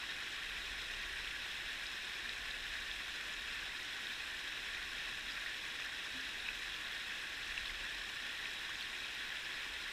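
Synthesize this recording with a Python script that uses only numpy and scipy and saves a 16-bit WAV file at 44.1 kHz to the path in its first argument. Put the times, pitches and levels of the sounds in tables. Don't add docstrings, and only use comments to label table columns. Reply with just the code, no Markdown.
import sys
import numpy as np
from scipy import signal
from scipy.fft import rfft, irfft
from scipy.io import wavfile
from scipy.ndimage import uniform_filter1d

SR = 44100
rng = np.random.default_rng(int(sys.argv[2]) if len(sys.argv) > 2 else 0)


def digitize_waveform(pressure):
    field = np.atleast_2d(pressure).T
    bounded = np.clip(field, -1, 1)
    quanta = np.round(bounded * 32767).astype(np.int16)
    wavfile.write(sys.argv[1], SR, quanta)


N = 437472
TIME = np.arange(N) / SR
FREQS = np.fft.rfftfreq(N, 1 / SR)

# f/Hz, relative level/dB
WATER_TONE = [(100, -15), (180, -17), (320, -14.5), (550, -18), (950, -16), (1300, -8.5), (1600, -9),
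              (3000, -10), (4100, -11), (4600, -19), (5500, -17), (8000, -29.5), (11500, -34.0),
              (15100, -40.5)]
# f/Hz, share/0-1
BUBBLE_SHARE = [(150, .1), (500, 0.39), (1100, 0.58), (1800, 0.59), (3500, 0.49), (6000, 0.39),
                (12000, 0.28)]
# f/Hz, width/Hz, gain/dB
HOUSING_RESONANCES = [(1108, 71, 2.5), (1259, 163, -8.5), (1771, 455, 8.0), (2166, 140, -2),
                      (2564, 480, 5.5), (3385, 304, 5), (3550, 86, -3), (3776, 220, 5.5), (4520, 100, -6.5),
                      (5170, 500, 3.5), (5940, 300, -3), (6300, 260, 2), (6570, 350, -4.5),
                      (6940, 450, 3.5), (8010, 570, 5.4), (9330, 1560, 4), (13800, 1620, 6.2)]
# t/s of the crest, boost/dB
HEAVY_SLOSHES = [(4.46, 1.4), (4.79, 2.0), (5.42, 1.5), (5.73, 1.5), (9.27, 2.5)]
# t/s, relative peak level/dB, f/Hz, time to fade by 60 dB/s
NEAR_BUBBLES = [(1.2752, -35, 3270, .012), (1.8677, -38, 5040, .009), (2.2934, -30.5, 3810, .007),
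                (2.512, -31.5, 3750, .006), (2.753, -34, 1750, .013), (2.914, -30, 3400, .007),
                (4.0694, -35, 3660, .011), (4.9816, -35, 2500, .015), (5.3197, -39, 4800, .01),
                (5.4617, -32, 1870, .018), (5.7981, -43, 1210, .017), (5.8215, -36.5, 2540, .014),
                (6.4877, -28.5, 2550, .015), (7.5775, -28, 2650, .017), (7.6587, -32.5, 3860, .009),
                (7.6799, -34, 3440, .009), (7.696, -35, 2040, .018), (8.4565, -32, 2540, .007),
                (8.6923, -43, 1130, .018), (8.8096, -33, 3470, .007), (8.8252, -37, 4300, .01)]
# t/s, level/dB, f/Hz, time to fade by 60 dB/s
AIR_POCKET = (6.147, -49.5, 259, .35)
# t/s, peak level/dB
NEAR_DROPLETS = [(4.125, -44), (6.92, -47), (7.379, -47), (7.95, -46), (8.809, -46), (9.15, -45)]
# start t/s, length/s, level/dB
WIND_GUSTS = [(0.35, 1.13, -56.5), (1.45, 0.52, -61), (2.2, .95, -58.5), (3.15, .65, -61),
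              (4.5, 1.05, -62.5), (6.2, .8, -63), (7.383, .72, -56.5), (9.5, .45, -63)]
# f/Hz, relative level/dB
WIND_TONE = [(4, -34), (12, -7), (20, -0.5), (45, -2), (62, -8.5), (82, -13.5), (130, -24.5), (250, -57)]
# f/Hz, width/Hz, gain/dB
MOUNT_RESONANCES = [(31, 5.7, 8), (44.1, 5.6, 11), (59.9, 4.5, 12.5)]


def falling_water(level_db=-44, gurgle_hz=1750, gurgle_width_hz=850, fizz_above_hz=2300):
    share = look_up(BUBBLE_SHARE)
    splashes = wander(fastest_hz=30)
    wash = shape_tone(rng.standard_normal(N), np.sqrt(1 - share))
    bubbles = shape_tone(bubble_cloud(splashes), np.sqrt(share))
    tone = from_db(look_up(WATER_TONE) + resonance_db(HOUSING_RESONANCES))
    water = unit_level(shape_tone(bubbles + wash + spray(), tone))
    gurgle = irfft(rfft(water) / (1 + (2 * (FREQS - gurgle_hz) / gurgle_width_hz) ** 4), N)
    fizz = irfft(rfft(water - gurgle) * (1 - 1 / (1 + (FREQS / fizz_above_hz) ** 8)), N)
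    body = water - gurgle - fizz
    gurgle *= surges(depth_db=.65, fastest_hz=3.5, slowest_hz=2.5) * sloshes()
    fizz *= surges(depth_db=.23, fastest_hz=3.5, slowest_hz=1.3)
    return from_db(level_db) * (body + gurgle + fizz)


def bubble_cloud(splashes, spread_db=4, splash_db=1.1, clump_db=1.08, tries=6000):
    out = np.zeros(N)
    pitches = np.geomspace(200, 15500, 72)
    for clump in np.array_split(pitches, 12):
        surge_db = splash_db * splashes + clump_db * wander(fastest_hz=9.9)
        for hz in clump:
            per_second = 300 * (hz / 2500) ** .4
            ring_cycles = 43 * (hz / 2500) ** .22
            when, chance = rng.random((tries, 2)).T
            born = chance < per_second * TIME[-1] / tries
            db = spread_db * np.minimum(rng.standard_normal(tries), 2.6)
            db += surge_db[(when * len(surge_db)).astype(int)]
            strengths = born * from_db(db) * rng.choice([-1, 1], tries)
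            births = np.bincount((when * N).astype(int), strengths, N)
            rings = signal.oaconvolve(births, bubble(hz, ring_cycles / hz))[:N]
            out += np.sqrt(hz) * unit_level(rings)
    return unit_level(out)


def bubble(hz, fade_s, rise=.045, onset_cycles=.36):
    t = np.arange(int(max(fade_s, .001) * SR)) / SR
    cycles = hz * (t + rise * t ** 2 / (2 * fade_s))
    decay = np.exp(-np.log(1000) * t / fade_s)
    onset = 1 - np.exp(-cycles / onset_cycles)
    return np.sin(2 * np.pi * cycles) * decay * onset


def spray(per_second=35, spread_db=5.5, relative_db=-17):
    lands = rng.random(N) < per_second / SR
    ticks = lands * from_db(spread_db * np.minimum(rng.standard_normal(N), 2))
    return from_db(relative_db) * unit_level(keep_treble(ticks, above_hz=5000))


def surges(depth_db, fastest_hz, slowest_hz):
    return from_db(depth_db * signal.resample(wander(fastest_hz, slowest_hz), N))


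def sloshes(swell_s=.082):
    return from_db(sum(db * np.exp(-((TIME - t) / swell_s) ** 2) for t, db in HEAVY_SLOSHES))


def near_bubbles(boost_db=.7):
    out = np.zeros(N)
    for start, db, hz, fade_s in NEAR_BUBBLES:
        ring = bubble(hz, fade_s, rise=.03, onset_cycles=.84)
        add(out, start, from_db(db + boost_db) * ring / abs(ring).max())
    return out


def glug():
    out = np.zeros(N)
    start, db, hz, fade_s = AIR_POCKET
    add(out, start, from_db(db) * bubble(hz, fade_s, rise=.072, onset_cycles=.4))
    return out


def near_droplets(decay_s=.0011):
    out = np.zeros(N)
    decay = np.exp(-TIME[:400] / decay_s)
    for start, db in NEAR_DROPLETS:
        tick = keep_treble(rng.standard_normal(len(decay)) * decay, above_hz=7500)
        add(out, start, from_db(db) * tick / abs(tick).max())
    return out


def bank_bubbles(count=24, level_db=-44, spread_db=2, low_hz=4500, high_hz=9000, ring_cycles=45):
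    out = np.zeros(N)
    middle_hz = np.sqrt(low_hz * high_hz)
    for when, smallness, luck in rng.random((count, 3)):
        hz = low_hz * (high_hz / low_hz) ** smallness
        db = level_db - 9 * np.log2(hz / middle_hz) + spread_db * (2 * luck - 1)
        add(out, when * TIME[-1], from_db(db) * bubble(hz, ring_cycles / hz))
    return out


def wind(calm_db=-67, rise_s=.25, fall_s=.35):
    tone = from_db(look_up(WIND_TONE) + resonance_db(MOUNT_RESONANCES))
    rumble = shape_tone(rng.standard_normal(N), tone)
    steady = rumble / np.sqrt(uniform_filter1d(rumble ** 2, size=6000))
    power = from_db(calm_db) ** 2
    for start, length, db in WIND_GUSTS:
        swell = np.minimum((TIME - start) / rise_s, (start + length - TIME) / fall_s)
        power += np.clip(swell, 0, 1) * from_db(db) ** 2
    return np.sqrt(power) * steady


def wander(fastest_hz, slowest_hz=7, points=2048):
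    hz = np.fft.rfftfreq(points, N / SR / points)
    band = hz / np.hypot(hz, slowest_hz) / np.hypot(hz, fastest_hz)
    return unit_level(irfft(rfft(rng.standard_normal(points)) * band))


def shape_tone(sound, gain):
    mirrored = np.r_[gain, gain[-2:0:-1]]
    phase = -signal.hilbert(np.log(np.maximum(mirrored, 1e-5))).imag[:len(gain)]
    return irfft(rfft(sound) * gain * np.exp(1j * phase), N)


def resonance_db(table):
    return sum(db / (1 + (2 * (FREQS - hz) / width) ** 2) for hz, width, db in table)


def look_up(table):
    hz, values = np.transpose(table)
    return np.interp(np.log(FREQS + 1), np.log(hz + 1), values)


def keep_treble(sound, above_hz):
    return signal.sosfilt(signal.butter(2, above_hz, "high", fs=SR, output="sos"), sound)


def from_db(db):
    return 10 ** (np.asarray(db) / 20)


def unit_level(sound):
    return sound / np.sqrt(np.mean(sound ** 2) + 1e-20)


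def add(mix, start_s, sound):
    part = mix[max(round(start_s * SR), 0):][:len(sound)]
    part += sound[:len(part)]


def scene():
    return (falling_water() + near_bubbles() + glug() + wind() + near_droplets() + bank_bubbles())[None]


def record(dry, top_hz=15300):
    low_pass = signal.firwin(1023, top_hz, window=("kaiser", 9), fs=SR)
    return signal.oaconvolve(dry, low_pass[None], "same")


dry = scene()
out = record(dry)
digitize_waveform(out)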